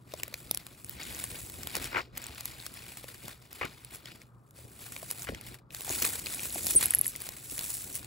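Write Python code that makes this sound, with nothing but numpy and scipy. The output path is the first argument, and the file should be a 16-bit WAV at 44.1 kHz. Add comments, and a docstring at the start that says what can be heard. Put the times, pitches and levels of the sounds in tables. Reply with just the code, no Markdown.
"""At a table in a room with a low hum, a hand stirs a heap of bead necklaces, chains and bangles.
Random contacts ring small bead and link bodies into a bright rustle that tugs lift and pauses drop.
Over it, placed decaying modes and noise bursts make snaps, bare ticks, taps, chain falls and pings;
thumps glide down in pitch and leave the table shaking, as filtered noise. A wavering tone is the hum.
A two-port microphone hears it with a wandering lead and balance."""
import sys
import numpy as np
from scipy import signal
from scipy.io import wavfile
from scipy.ndimage import uniform_filter1d

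SR = 44100
rng = np.random.default_rng(int(sys.argv[2]) if len(sys.argv) > 2 else 0)


def dump_mix(stems):
    """Bounce the given channels to the path in sys.argv[1] as a 16-bit WAV at rate SR."""
    frames = np.atleast_2d(stems).T  # one column per channel
    limited = np.clip(frames, -1, 1)  # hard clip at full scale
    pcm = np.round(limited * 32767).astype(np.int16)
    wavfile.write(sys.argv[1], SR, pcm)


N = 355446  # length in samples

# Knuckles and heavy pieces thumping the table.
# Each row: start in seconds, level in dB, height in Hz from which the pitch glides down towards 75 Hz.
THUMP_HITS = [(1.768, -35.5, 710), (3.615, -35.5, 695), (3.643, -34.5, 726), (5.2908, -29.5, 695),
              (5.322, -33, 620), (5.9, -33.5, 986), (6.02, -34, 800), (6.558, -36.5, 962),
              (6.749, -31, 710)]
# Spectrum of contacts on the table top. Each row: frequency in Hz, gain in dB.
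TABLE_TONE = [(300, -6), (600, -5.5), (1200, -7), (2300, -1), (3200, -3.5), (4500, -3.5), (6500, -2.5),
              (10000, -8)]
# Spectrum of the shaken table. Each row: frequency in Hz, gain in dB.
SHAKE_TONE = [(25, -35.5), (50, 3.5), (80, 2), (160, -5.5), (330, -5.5), (700, -16.5), (2500, -75.5)]
# Modes of the table top. Each row: frequency in Hz, strength in dB.
BOARD_MODES = [(350, 3.5), (540, -1.5), (850, -6.5), (1050, 0.5), (1225, 1), (1455, 4), (1700, -4),
               (2020, 1.5), (2330, 4), (2870, 0)]


def gain_of(db):
    """Amplitude factor for a level in dB."""
    return 10 ** (np.asarray(db) / 20)


def evened(x):
    """Scale a signal to an RMS of 1."""
    return x / np.sqrt(np.mean(abs(x) ** 2) + 1e-20)


def read(points, hz):
    """Read a curve of (Hz, value) points, straight between points on a log frequency axis."""
    f, value = np.transpose(points)
    return np.interp(np.log(hz + 1), np.log(f + 1), value)


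def add(mix, s, sound):
    """Mix a sound in at s seconds, cut off at the end of the mix."""
    part = mix[round(s * SR):][:len(sound)]
    part += sound[:len(part)]


def colour(x, points):
    """Causal filter with the given spectrum (minimum phase)."""
    log_gain = np.log(gain_of(read(points, abs(np.fft.fftfreq(8192, 1 / SR)))))
    response = np.exp(log_gain - 1j * signal.hilbert(log_gain).imag)
    taps = np.fft.ifft(response).real[:4096]
    return signal.oaconvolve(x, taps * np.hanning(8192)[4096:])[:len(x)]


def ring(hz, t60, rise):
    """A decaying mode with a soft start and a peak near 1; t60 and rise in seconds."""
    t = np.arange(round(t60 * SR)) / SR
    shape = gain_of(-60 * t / t60) * (1 - np.exp(-t / rise))
    return shape / shape.max() * np.sin(2 * np.pi * hz * t)


def burst(noise, t60):
    """Noise dying by 60 dB in t60 seconds, scaled to a peak of 1."""
    dying = noise * gain_of(-60 * np.arange(len(noise)) / SR / t60)
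    return dying / abs(dying).max()


def clumps(seconds, depth_db):
    """Contacts come in bunches: a strand slips suddenly, then settles."""
    slips = rng.exponential(1, N) * (rng.random(N) < 2 / (seconds * SR))
    settling = signal.lfilter([1], [1, -np.exp(-2 / (seconds * SR))], slips - slips.mean())
    return gain_of(depth_db * evened(settling))


def stir():
    """Gains per sample for beads, links and table: the hand's level, lifted by tugs, lowered in pauses."""
    # How busy the hand is, before tugs and pauses. Each row: time in seconds, beads rubbing in dB,
    # links on the table in dB, table shaken in dB.
    busy = [(0, -59.5, -59.5, -58), (.5, -59.5, -55, -55.5), (.93, -53, -62, -59), (1.0, -61.5, -48.5, -50),
            (1.45, -48, -55, -51.5), (1.85, -48.5, -44.5, -48), (2.25, -55, -49, -54),
            (2.95, -52, -55.5, -58), (3.452, -53, -54.5, -58), (4.15, -63, -60, -59.5),
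            (4.7, -56.5, -63, -58), (5.05, -44.5, -52, -53.5), (5.501, -56, -53.5, -51.5),
            (5.799, -44, -52, -56.5), (6.05, -30, -39, -47.5), (6.25, -47, -54, -52.5),
            (6.7, -31.5, -45.5, -49.5), (7.0, -45.5, -49.5, -52.5), (7.35, -49, -54, -56.5),
            (7.65, -30.5, -52.5, -56), (8.06, -52.5, -53.5, -52)]
    # Tugs at the strands, quick to rise and mostly slower to fall. Each row: top in seconds,
    # fall time in seconds, lift of the beads in dB, lift of the links in dB.
    tugs = [(0.2, 0.035, 15, 8.5), (.39, 0.18, 10, -1.5), (0.911, 0.039, 4, 11.5), (1.039, 0.61, 15.5, 4.5),
            (1.358, 0.052, 2, 10), (1.766, 0.027, 10, 10.5), (1.845, 0.038, 11.5, 6),
            (2.464, 0.068, 9, 2.5), (2.614, 0.14, 5.5, 2), (2.784, 0.17, 4, 6), (3.293, 0.082, 4, 8),
            (3.633, 0.12, -3, 13.5), (3.951, 0.044, 18.5, 10.5), (4.081, 0.056, 3, 13.5),
            (4.591, 0.11, 8, 7.5), (4.809, 0.2, 4.5, 7), (5.228, 0.035, 12, 5.5), (5.477, 0.047, 9.5, 4.5),
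            (5.915, 0.078, 5.5, 5.5), (6.275, 0.29, 7.5, 9), (6.705, 0.047, 5, 2.5), (6.815, 0.15, 3, 8),
            (7.084, 0.052, 11, -1), (7.263, 0.046, 8.5, 8), (7.603, 0.16, -4.5, 9.5),
            (7.953, 0.074, 12.5, 2)]
    # The strands hang still. Each row: dying from in seconds, stirred again at in seconds,
    # full drop of the beads in dB, full drop of the links in dB.
    pauses = [(-.2, 0.047, 12, 14), (1.907, 2.124, 26, -4), (2.004, 2.127, 9, 26.5), (3.302, 3.507, 10, 8),
              (4.21, 4.52, 15, 19), (5.29, 5.407, 12, 0.5), (5.544, 5.684, 42, 34)]
    tug_rise_s, settle_s, restart_s = 0.049, 0.089, 0.04
    shake_share = 0.19  # the table follows this share of the links' change in dB
    jolt_db, jolt_t60_s = -16, 0.19  # each thump leaves the table shaking

    t = np.arange(0, N + 64, 64) / SR  # one step per 64 samples
    change = 0
    for top, fall_s, *lift_db in tugs:
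        tug = np.interp(t, [top - tug_rise_s, top, top + fall_s], [0, 1, 0])
        change = change + np.outer(lift_db, tug)
    for start, end, *drop_db in pauses:
        still = np.clip(np.minimum((t - start) / settle_s, 1 + (end - t) / restart_s), 0, 1)
        change = change - np.outer(drop_db, still)

    times, *levels = np.transpose(busy)
    beads, links, shake = (np.interp(t, times, db) for db in levels)
    shake = gain_of(shake + shake_share * change[1])
    for s, db, _ in THUMP_HITS:
        shake = shake + (t > s) * gain_of(db + jolt_db - 60 * abs(t - s) / jolt_t60_s)
    gains = gain_of(beads + change[0]), gain_of(links + change[1]), shake
    return [np.interp(np.arange(N) / SR, t, g) for g in gains]


def room():
    """Steady filtered noise, and a hum whose strength and phase waver with slow random noise."""
    # Spectrum of the room noise. Each row: frequency in Hz, density in dB per Hz.
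    room_tone = [(25, -42), (60, -23), (130, 8), (330, -20), (500, -17.5), (1300, -10.5), (4000, -64),
                 (16000, -66)]
    room_db, hum_db, hum_hz, hum_width_hz = -62, -60.5, 120, 12
    air, a, b = rng.standard_normal((3, N))
    r = np.exp(-np.pi * hum_width_hz / SR)
    waver = 1.3 + evened(signal.lfilter([1 - r], [1, -r], a + 1j * b))
    hum = (waver * np.exp(2j * np.pi * hum_hz * np.arange(N) / SR)).real
    return gain_of(room_db) * evened(colour(air, room_tone)) + gain_of(hum_db) * evened(hum)


def table_rumble(shaking):
    """The shaken table rumbles: low noise in bunches, following the stirring and the thumps."""
    rumble = colour(rng.standard_normal(N), SHAKE_TONE)
    return shaking * evened(rumble * clumps(.03, 2.2))


def thump(noise, hz):
    """Bending waves in the table top: high ones arrive first, low ones trail in; two low modes ring on."""
    t = np.arange(len(noise)) / SR
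    pitch = 75 + hz / (1 + t / 0.00385)
    wave = gain_of(-60 * t / .065) * np.sin(2 * np.pi * np.cumsum(pitch) / SR)
    wave = wave + 0.82 * burst(colour(noise, SHAKE_TONE), 0.058)
    for mode_hz, db in BOARD_MODES[:2]:
        add(wave, 0, gain_of(db - 15) * ring(mode_hz, 0.096, 0.00094))
    return wave


def thumps():
    """Each heavy blow sets off bending waves in the table top."""
    out = np.zeros(N)
    for s, db, hz in THUMP_HITS:
        add(out, s, gain_of(db) * thump(rng.standard_normal(5000), hz))
    return out


def knock(noise, hz):
    """The table top answers a contact with a dull crack and a few short modes; low modes ring longer."""
    body = 1.5 * burst(colour(noise, TABLE_TONE), .012)
    add(body, 0, 0.16 * ring(BOARD_MODES[1][0], 0.026, 0.00054))
    for ratio, size in [(1, 1), (1.6, .4)]:
        add(body, 0, size * ring(hz * ratio, 0.0055 + 9 / hz, 0.00035))
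    return body


def taps():
    """Links and clasps strike the table, each exciting a knock at its own pitch."""
    # Each row: start in seconds, level in dB, main mode in Hz.
    strikes = [(0.121, -41, 2700), (0.138, -30, 614), (0.199, -36.5, 2810), (0.233, -29.5, 2280),
               (0.279, -46, 570), (0.326, -47, 560), (0.3412, -29, 2400), (0.512, -26.5, 3650),
               (1.24, -34.5, 1110), (2.175, -36, 2200), (2.791, -42, 2660), (3.042, -38.5, 515),
               (4.057, -35, 3230), (4.217, -43, 2230), (4.588, -45.5, 583), (4.964, -30, 2330),
               (5.029, -34, 656), (5.3475, -32.5, 2058), (5.706, -42, 2560), (5.879, -33.5, 760),
               (6.018, -33, 2500), (6.0455, -25, 2530), (6.268, -27, 2520), (6.394, -29.5, 2410),
               (6.5575, -32, 700), (6.582, -34.5, 2400), (6.689, -30.5, 3470), (6.937, -27, 1840),
               (7.058, -34.5, 1950), (7.153, -34, 2030), (7.58, -32, 2170)]
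    out = np.zeros(N)
    for s, db, hz in strikes:
        add(out, s, gain_of(db) * knock(rng.standard_normal(1200), hz))
    return out


def chain_fall(seconds, fade_db, top_hz):
    """Links land a few milliseconds apart; each rings the table modes in its own mix, dull above top_hz."""
    out = np.zeros(round(seconds * SR) + 1500)
    for s in np.arange(0, seconds, .0026):
        late, size, mix = rng.random(), rng.standard_normal(), rng.standard_normal(len(BOARD_MODES))
        # the first link has a set level and moment, the others vary
        level = gain_of(3.4 * size * (s > 0) + 2.9 * (s == 0) + fade_db * s / seconds)
        at = s + 0.0017 * late * (s > 0)
        add(out, at, level * 5.0 * burst(rng.standard_normal(60), 0.0019))
        for (hz, db), share in zip(BOARD_MODES, mix):
            add(out, at, level * share * gain_of(db) * ring(hz, 0.0065 + 8 / hz, 0.000079))
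    dull = [(300, -14), (.4 * top_hz, 0), (top_hz, 0), (1.6 * top_hz, -8), (4 * top_hz, -28)]  # (Hz, dB)
    return evened(colour(out, dull))


def chain_falls():
    """Lengths of chain fall on the table link after link."""
    # Each row: start in seconds, end in seconds, level in dB, drift of the link level by the end in dB,
    # dull above in Hz.
    drops = [(1.747, 1.77, -46, -15, 3620), (1.919, 1.939, -46, 0.5, 2280), (1.942, 1.96, -35.5, 5, 2270),
             (1.961, 1.972, -32, -4, 2320), (1.975, 2.012, -35.5, -5.5, 2420),
             (3.6121, 3.663, -36.5, -10, 2890), (5.271, 5.294, -42.5, -1.5, 4600)]
    out = np.zeros(N)
    for s, end, db, fade_db, hz in drops:
        add(out, s, gain_of(db) * chain_fall(end - s, fade_db, hz))
    return out


def pings():
    """Small metal parts ring until a touch damps them."""
    # Each row: start in seconds, level in dB, pitch in Hz, free decay by 60 dB in seconds,
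    # damped after in seconds.
    metal = [(6.346, -33, 8900, .1, .012), (6.7535, -27, 13890, .045, .011),
             (6.7616, -10.5, 8863, .16, .024)]
    out = np.zeros(N)
    for s, db, hz, t60, damped in metal:
        tone = ring(hz, t60, .0004)
        late = np.maximum(np.arange(len(tone)) / SR - damped, 0)
        add(out, s, gain_of(db - 1500 * late) * tone)  # the touch takes 1500 dB per second
    return out


def crack(noise):
    """A hard contact: a few milliseconds of bright splinters."""
    return burst(0.46 * np.diff(noise) + noise[1:], .007)


def ticks():
    """Hard edges meet in a bare click with no ring."""
    # Each row: start in seconds, level in dB.
    clicks = [(0.152, -40), (0.2337, -13), (0.2802, -25), (.667, -22), (1.112, -32), (1.499, -24),
              (1.633, -17), (1.672, -13.5), (1.732, -32), (1.7532, -11), (1.767, -14), (1.861, -25),
              (2.174, -23), (2.1778, -16.5), (2.218, -28), (2.224, -29), (2.348, -28), (2.408, -19),
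              (2.456, -12), (2.5184, -30), (2.665, -16.5), (3.1865, -41), (3.282, -19.5), (3.652, -24.5),
              (4.509, -40.5), (4.9225, -33), (5.4656, -30), (5.7475, -20), (5.776, -41), (5.808, -21.5),
              (6.022, -7.5), (6.025, -9), (6.032, -16), (6.529, -30), (7.045, -21), (7.2042, -23),
              (7.2899, -16.5), (7.592, -14), (7.945, -27), (8.046, -23.5)]
    out = np.zeros(N)
    for s, db in clicks:
        add(out, s, gain_of(db) * crack(rng.standard_normal(800)))
    return out


def snaps():
    """Single beads snap together: a very short ring and a broad crack."""
    # Each row: start in seconds, level of the ring in dB, ring in Hz,
    # crack against the ring in dB before a 6 dB lift.
    bead_hits = [(0.3411, -27.5, 4460, 3), (0.512, -12.5, 11100, -4.5), (0.5471, -18.5, 11000, -3.5),
                 (0.5573, -37, 11200, -15), (0.5737, -20.5, 10500, -1.5), (0.846, -27, 9500, -9),
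                 (0.8954, -22, 15100, -9), (1.033, -28.5, 6900, -12), (1.148, -31, 6600, -2),
                 (1.1675, -38, 11300, -9), (1.24, -18.5, 9100, -6), (2.241, -29, 7100, -3),
                 (2.267, -26.5, 8500, -1.5), (2.6008, -33, 4120, -7), (2.74, -33, 11100, -12),
                 (3.5296, -33, 12050, 1.5), (3.848, -29, 9260, -8.5), (4.986, -35, 11300, -15),
                 (5.1122, -18, 11100, -4.5), (5.221, -28, 6846, -4), (5.412, -30.5, 9600, -2.5),
                 (5.819, -27.5, 9600, -4), (5.894, -23.5, 6570, 1), (5.9075, -21.5, 6760, -2),
                 (6.2604, -25.5, 4360, 0), (6.347, -25, 11100, -19), (6.505, -32, 4050, -10),
                 (6.525, -25, 10600, -22), (6.5458, -21, 11100, -19), (6.6558, -18, 9900, -22),
                 (6.6684, -16.5, 11300, -2), (6.7094, -15, 10600, -10), (6.753, -11.5, 11300, -18),
                 (6.7604, -8, 9800, -21), (6.8096, -22, 11000, -7), (6.83, -17, 10700, -15),
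                 (6.8365, -17, 11200, -24), (6.8426, -18, 11100, -33), (6.8577, -7.5, 11100, -36),
                 (6.866, -21, 11150.0, -25), (6.9076, -8, 10860, -37), (6.9378, -16, 11000, -25),
                 (6.949, -3, 11170, -46), (6.9543, -18, 11100, -30), (6.9867, -13.5, 11200, -41),
                 (6.992, -13, 11100, -22), (7.013, -6, 11040, -32), (7.056, -24, 11100, -17),
                 (7.0667, -12, 10400, -37), (7.071, -24, 8100, -17), (7.0797, -15.5, 11400, -33),
                 (7.1615, -25, 10000, -2), (7.2192, -26, 10000, -2), (7.579, -22, 10600, -19),
                 (7.704, -27, 10080.0, -1.5)]
    out = np.zeros(N)
    for s, db, hz, crack_db in bead_hits:
        add(out, s, gain_of(db) * ring(hz, 0.0036, 0.00025))
        add(out, s, gain_of(db + crack_db + 6.0) * crack(rng.standard_normal(800)))
    return out


def patter(size, lo_hz, hi_hz, t60, tick, count=32):
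    """Each contact rings one of many small bodies with three modes and a tick."""
    body = rng.integers(0, count, N)  # which body a contact would ring
    out = tick * size
    for k, draw in enumerate(rng.random((count, 3))):
        modes = sum(ring(f, t60, .0001) for f in lo_hz * (hi_hz / lo_hz) ** draw)
        out = out + signal.oaconvolve(size * (body == k), modes / np.linalg.norm(modes))[:N]
    return evened(out)


def rustle(rubbing, ticking):
    """The same contacts ring the beads and tick on the table, in bunches."""
    # Spectrum of the beads. Each row: frequency in Hz, gain in dB.
    bead_tone = [(1500, -32.5), (3000, -20), (5500, -9.5), (7500, -5), (9000, 0), (11000, 0.5),
                 (13200, -10), (15200, -2)]
    size = gain_of(3.04 * np.minimum(rng.exponential(1, N), 4.5))
    size = size * (rng.random(N) < 2600 / SR)  # contacts per second
    size = size + gain_of(14) * (rng.random(N) < 70 / SR)  # a link catches and lets go
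    size = size * rng.choice([-1., 1.], N) * clumps(0.0065, 0.89)
    sliding = .38 * rng.standard_normal((2, N))  # strands and skin sliding
    bunch = clumps(0.025, 2.2)
    beads = (patter(size, 2380, 15880, 0.0041, 1.0) + sliding[0]) * bunch
    links = (patter(size, 737, 5416, 0.011, 0.54) + sliding[1]) * bunch
    return rubbing * evened(colour(beads, bead_tone)) + ticking * evened(colour(links, TABLE_TONE))


def reflections(near):
    """Nearby walls return a short, dense tail of decaying noise."""
    tail = rng.standard_normal(4000) * gain_of(-60 * np.arange(4000) / SR / .1)
    return gain_of(-20) * signal.oaconvolve(near, tail / np.linalg.norm(tail))[:N]


def ports(x):
    """Two ports hear one sound with a lead and balance set per frequency that wander at random."""
    # Each row: frequency in Hz, radians by which the left port leads.
    lead_points = [(0, 0), (500, .9), (1500, 1.5), (2100, .3), (3100, .6), (5100, .2), (6200, -.9),
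                   (6800, .2), (8200, -.4), (9450, -3.14), (13500, -9.42), (15200, -12.4)]
    # Each row: frequency in Hz, left over right in dB.
    balance = [(60, .5), (350, 0), (900, 4), (4500, 3), (6800, .5), (15000, 0)]
    # Each row: frequency in Hz, likeness of the two ports from 0 to 1.
    likeness = [(60, 0.85), (300, 0.8), (1300, 0.45), (2500, 0.7), (6000, 0.7), (8000, 0.98), (13800, 0.96),
                (15500, 0.7)]
    hz, t, z = signal.stft(x, SR, nperseg=512, noverlap=384)
    wander = rng.standard_normal((len(t), len(hz), 2))
    late, loud = uniform_filter1d(uniform_filter1d(wander, 3, 0), 5, 1).T  # smooth in time, then frequency
    spread = np.sqrt(-2 * np.log(np.clip(read(likeness, hz), .05, 1)))[:, None]
    lead = np.interp(hz, *np.transpose(lead_points))[:, None] + spread * evened(late)
    half_db = read(balance, hz)[:, None] / 2 + 0.82 * spread * evened(loud)
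    tilt = gain_of(half_db) * np.exp(.5j * lead)  # half to the left, the inverse to the right
    return signal.istft(np.array([tilt, 1 / tilt]) * z, SR, nperseg=512, noverlap=384)[1][:, :N]


def scene():
    """The near contacts get wall reflections; rumble and room join them at the two ports."""
    rubbing, ticking, shaking = stir()
    lows = room() + table_rumble(shaking)
    on_table = thumps() + taps() + chain_falls()
    near = on_table + pings() + ticks() + snaps() + rustle(rubbing, ticking)
    return ports(near + reflections(near) + lows)


def record(dry):
    """The deepest bass is cut; a steep treble shelf, then the band limit."""
    treble_hz, treble_db, edge_hz = 15780, -28, 16700
    dry = signal.sosfilt(signal.butter(2, 36, "high", fs=SR, output="sos"), dry)
    below = signal.firwin(511, treble_hz, window=("kaiser", 5), fs=SR)
    edge = signal.firwin(511, edge_hz, window=("kaiser", 9), fs=SR)
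    shelf = gain_of(treble_db)
    return signal.oaconvolve(dry, ((1 - shelf) * below + shelf * edge)[None], "same")


dry = scene()
out = record(dry)
dump_mix(out)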